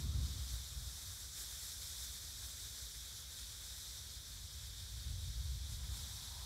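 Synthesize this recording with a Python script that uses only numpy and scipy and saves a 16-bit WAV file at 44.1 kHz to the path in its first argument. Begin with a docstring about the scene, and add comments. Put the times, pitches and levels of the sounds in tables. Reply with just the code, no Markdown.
"""Smoke firework on open gravel

A smoke firework vents a steady jet of gas. The jet hisses through the vent's resonances,
brighter when the charge burns harder, and flutters as it burns unevenly. Gusts rumble on the
microphone over a faint outdoor wash; a soft mid-range rush ebbs early and rises near the end."""
import sys
import numpy as np
from scipy import signal
from scipy.fft import rfft, irfft
from scipy.io import wavfile
from scipy.ndimage import uniform_filter1d

SR = 44100
rng = np.random.default_rng(int(sys.argv[2]) if len(sys.argv) > 2 else 0)


def file_out(sig):
    """Save sig as 16-bit WAV at sys.argv[1]."""
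    # one column per channel
    cols = np.atleast_2d(sig).T
    # limit, then scale
    lim = np.clip(cols, -1, 1)
    pcm = np.round(lim * 32767).astype(np.int16)
    wavfile.write(sys.argv[1], SR, pcm)


N = 284445
TIME = np.arange(N) / SR
BINS = np.fft.rfftfreq(N, 1 / SR)


def gain_of(db):
    """Decibels to amplitude."""
    return 10 ** (np.asarray(db) / 20)


def curve_at(points, hz):
    """An EQ curve of rows (freq_hz, value), joined by straight lines on a log-frequency axis."""
    freqs, values = np.transpose(points)
    return np.interp(np.log(hz + 1), np.log(freqs + 1), values)


def envelope_at(rows, t):
    """An envelope of rows (time_s, value) at the times t."""
    return np.interp(t, *np.transpose(rows))


def unit_rms(x):
    """Scales to an rms of 1."""
    return x / np.sqrt(np.mean(x ** 2) + 1e-20)


def noise(eq):
    """Steady noise of rms 1, coloured by an EQ curve."""
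    white = rfft(rng.standard_normal(N))
    return unit_rms(irfft(white * gain_of(curve_at(eq, BINS)), N))


def steadied(x, seconds):
    """Evens out the slow chance swells of a noise."""
    power = uniform_filter1d(x ** 2, max(int(seconds * SR), 1))
    return x / np.sqrt(uniform_filter1d(power, size=1500) + 1e-9)


def stereo(mid, side):
    """Left and right from mid and side."""
    return np.array([mid + side, mid - side])


def drift(shape, frames, bins):
    """Random modulation of rms 1, smooth over so many frames and bins."""
    field = uniform_filter1d(rng.standard_normal(shape), max(int(frames), 1), axis=1)
    return unit_rms(uniform_filter1d(field, max(int(bins), 1), axis=0))


def swells(rows):
    """Swells that grow and die exponentially and add in power: one envelope for each level column."""
    power = 0
    for peak_s, rise_s, fall_s, *levels_db in rows:
        shape = np.exp(-abs(TIME - peak_s) / np.where(TIME < peak_s, rise_s, fall_s))
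        power = power + np.outer(gain_of(levels_db), shape) ** 2
    return np.sqrt(power)


def open_air(wash_db=-74, side_db=-13):
    """A faint, even bed of outdoor air, and a soft rush with a hollow tone that swells within it."""
    # colours of the bed, the rush and its hollow tone: freq_hz, gain_db
    wash_eq = [(60, -44), (200, 0.5), (370, 1.5), (500, 4), (700, -2), (1000, -0.5), (2000, -33),
               (5000, -15.5), (15000, -14.5)]
    rush_eq = [(200, -36), (600, -5.5), (800, -3.5), (1000, -2), (1330, 2.5), (1800, -53), (4000, -29)]
    hollow_eq = [(400, -40), (700, -4), (790, 6), (880, 1), (960, 9), (1040, 6), (1130, -8), (2000, -40)]
    # swells of the rush: peak_s, rise_s, fall_s, rush_db, hollow_db
    rushes = [(0.05, 0.3, 1.3, -69.5, -92), (5.93, 0.24, 0.15, -73, -77), (6.42, 0.43, 0.4, -71, -66)]
    rush_gain, hollow_gain = swells(rushes)
    mid, side = (gain_of(wash_db) * noise(wash_eq) + rush_gain * noise(rush_eq) for _ in range(2))
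    return stereo(mid + hollow_gain * noise(hollow_eq), gain_of(side_db) * side)


def wind(breeze_db=-55.5, breeze_swirl_db=-70, tear_db=-11, tear_growth=1.3, lumpy_db=1.75, lump_s=0.06):
    """Breeze and gusts buffet the microphone, in mono; strong gusts shed smaller eddies."""
    # gusts: peak_s, rise_s, fall_s, large_eddies_db, small_eddies_db
    gusts = [(0.06, 0.12, 0.13, -40, -49.5), (0.19, 0.079, 0.23, -37.5, -52),
             (0.54, 0.046, 0.017, -40.5, -72), (0.76, 0.062, 0.22, -47, -66),
             (2.48, 0.041, 0.025, -48, -80.5), (5.09, 0.066, 0.092, -43, -61),
             (5.48, 0.73, 0.77, -43, -70.5), (5.9, 0.27, 0.29, -63, -61.5)]
    # colours of large eddies, small eddies and the flutter a strong gust tears loose: freq_hz, gain_db
    buffet_eq = [(15, -42), (30, -24), (40, -14), (50, -5), (62, 1), (78, -3), (100, -8), (125, -15),
                 (170, -30), (300, -60), (1000, -100)]
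    eddy_eq = [(40, -13), (90, -21.5), (130, 5.5), (160, -1.5), (200, -7.5), (270, -11), (330, -21),
               (450, -25.5), (800, -39), (3000, -83)]
    tear_eq = [(100, -9), (200, 1.5), (280, -0.5), (380, -2.5), (480, -15), (700, -27), (2000, -52)]
    push, swirl = swells(gusts)
    swirl = np.hypot(swirl, gain_of(breeze_swirl_db))
    lumps = gain_of(lumpy_db * drift((1, N), frames=lump_s * SR, bins=1)[0])
    breeze_eq = [(hz * 0.89, db) for hz, db in buffet_eq]  # slower air rumbles lower
    breeze = steadied(noise(breeze_eq), seconds=0.2) * gain_of(breeze_db)
    large_eddies = steadied(noise(buffet_eq), seconds=0.051) * push
    small_eddies = steadied(noise(eddy_eq), seconds=0.1) * swirl
    torn_air = noise(tear_eq) * swirl * gain_of(tear_db) * (swirl / swirl.max()) ** tear_growth
    return lumps * (breeze + large_eddies) + small_eddies + torn_air


def burn(t, spurt_half_s=0.042):
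    """How hard the charge burns, in dB: a slow course with brief spurts."""
    # course of the burn, as the level of the open jet: time_s, level_db
    course = [(0.0, -52.5), (0.11, -56.5), (0.25, -53.5), (1.35, -51), (1.38, -50), (3.47, -53),
              (3.93, -52), (4.09, -54.5), (5.57, -55.5), (5.6, -57.5), (5.73, -52.5), (5.8, -57),
              (5.96, -51), (6.45, -53.5)]
    # the charge briefly flares (+) or chokes (-): peak_s, change_db
    spurts = [(0.5, 1), (0.79, -0.5), (1.3, -1.5), (1.41, 2.6), (1.631, 1.5), (1.87, 1.5), (2.05, 3),
              (2.35, -0.5), (2.45, 2), (3.28, -1.5), (3.4, 1.4), (3.8, 1)]
    spurts_db = sum(db * np.exp(-((t - peak_s) / spurt_half_s) ** 2) for peak_s, db in spurts)
    return envelope_at(course, t) + spurts_db


def jet_hiss(trim_db=-0.37, brighten=0.18, flutter_db=0.54, patchy_db=0.89, crossover_hz=4700):
    """Turbulent gas hisses out of the vent; a harder burn is louder and brighter."""
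    # colour of the jet's turbulence: freq_hz, gain_db
    jet_eq = [(300, -16), (800, -17), (1150, -13.5), (1550, -7.5), (2000, -10.5), (2500, -11.5),
              (2800, -14.5), (3020, -10), (3300, -5), (5300, -1), (7700, -2.5), (9300, -6.5), (12000, -9),
              (14300, -15), (15700, -17)]
    # peaks and dips in the colour of the hiss: centre_hz, width_hz, gain_db
    peaks_and_dips = [(2730, 230, -3.5), (3680, 670, 7.5), (4500, 200, 4), (4630, 280, -3.5),
                      (5150, 200, 2), (5800, 270, 3), (6720, 610, -1.5), (7550, 390, 0.9), (9840, 300, 2),
                      (11760, 640, 2.1), (13100, 560, -0.5), (14100, 930, 4.5)]
    # the vent's low ring at an average burn: time_s, level_db
    ring = [(0.2, -55.5), (1.1, -58.5), (4.7, -56), (6.1, -55.5)]
    # stereo width of the hiss: freq_hz, side_minus_mid_db
    stereo_width = [(500, -22.5), (1400, -30), (2600, -52.5), (4000, -29), (7000, -18), (11000, -15),
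                    (15000, -13)]
    hz, t, white = signal.stft(rng.standard_normal((2, N)), SR, nperseg=512, noverlap=384)
    contour_db = sum(db / (1 + (2 * (hz - centre) / width) ** 2) for centre, width, db in peaks_and_dips)
    colour = gain_of(curve_at(jet_eq, hz) + contour_db)[:, None]

    def band_db(low_hz, high_hz):
        """Level that the colour alone gives a band."""
        return 10 * np.log10(np.sum(colour[(hz > low_hz) & (hz < high_hz)] ** 2) / len(hz))

    burn_db = burn(t)
    surge_db = burn_db - burn_db.mean()
    # the finest eddies follow the gas speed most strongly
    octaves = np.log2(np.maximum(hz, 4000) / 7000)[:, None]
    fizz_db = burn_db - band_db(4500, 15000) + trim_db + brighten * octaves * surge_db
    # the low resonances take up only part of each change in the burn
    body_db = envelope_at(ring, t) - band_db(3000, 4400) + 0.62 * surge_db
    body_share = curve_at([(1800, 0.38), (3000, 1.0)], hz) / (1 + (hz / crossover_hz) ** 10)
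    body_share = body_share[:, None]
    level_db = body_share * body_db + (1 - body_share) * fizz_db
    # uneven burning: a flutter of the whole jet and brief patches of colour
    level_db += flutter_db * drift((1, len(t)), frames=23, bins=1)
    level_db += patchy_db * drift(level_db.shape, frames=9.9, bins=10)
    spectra = white * colour * gain_of(level_db)
    spectra[1] *= gain_of(curve_at(stereo_width, hz))[:, None]
    mid, side = signal.istft(spectra, SR, nperseg=512, noverlap=384)[1][:, :N]
    return stereo(mid, side)


def scene():
    """The firework straight ahead, in wind and open air."""
    return jet_hiss() + wind() + open_air()


def record(dry, low_cut_hz=40, high_cut_hz=15720):
    """A low cut tames the wind rumble; a steep high cut trims the top of the hiss."""
    low_cut = signal.butter(4, low_cut_hz, "highpass", fs=SR, output="sos")
    high_cut = signal.firwin(1023, high_cut_hz, window=("kaiser", 9), fs=SR)
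    return signal.oaconvolve(signal.sosfilt(low_cut, dry), high_cut[None], "same")


dry = scene()
out = record(dry)
file_out(out)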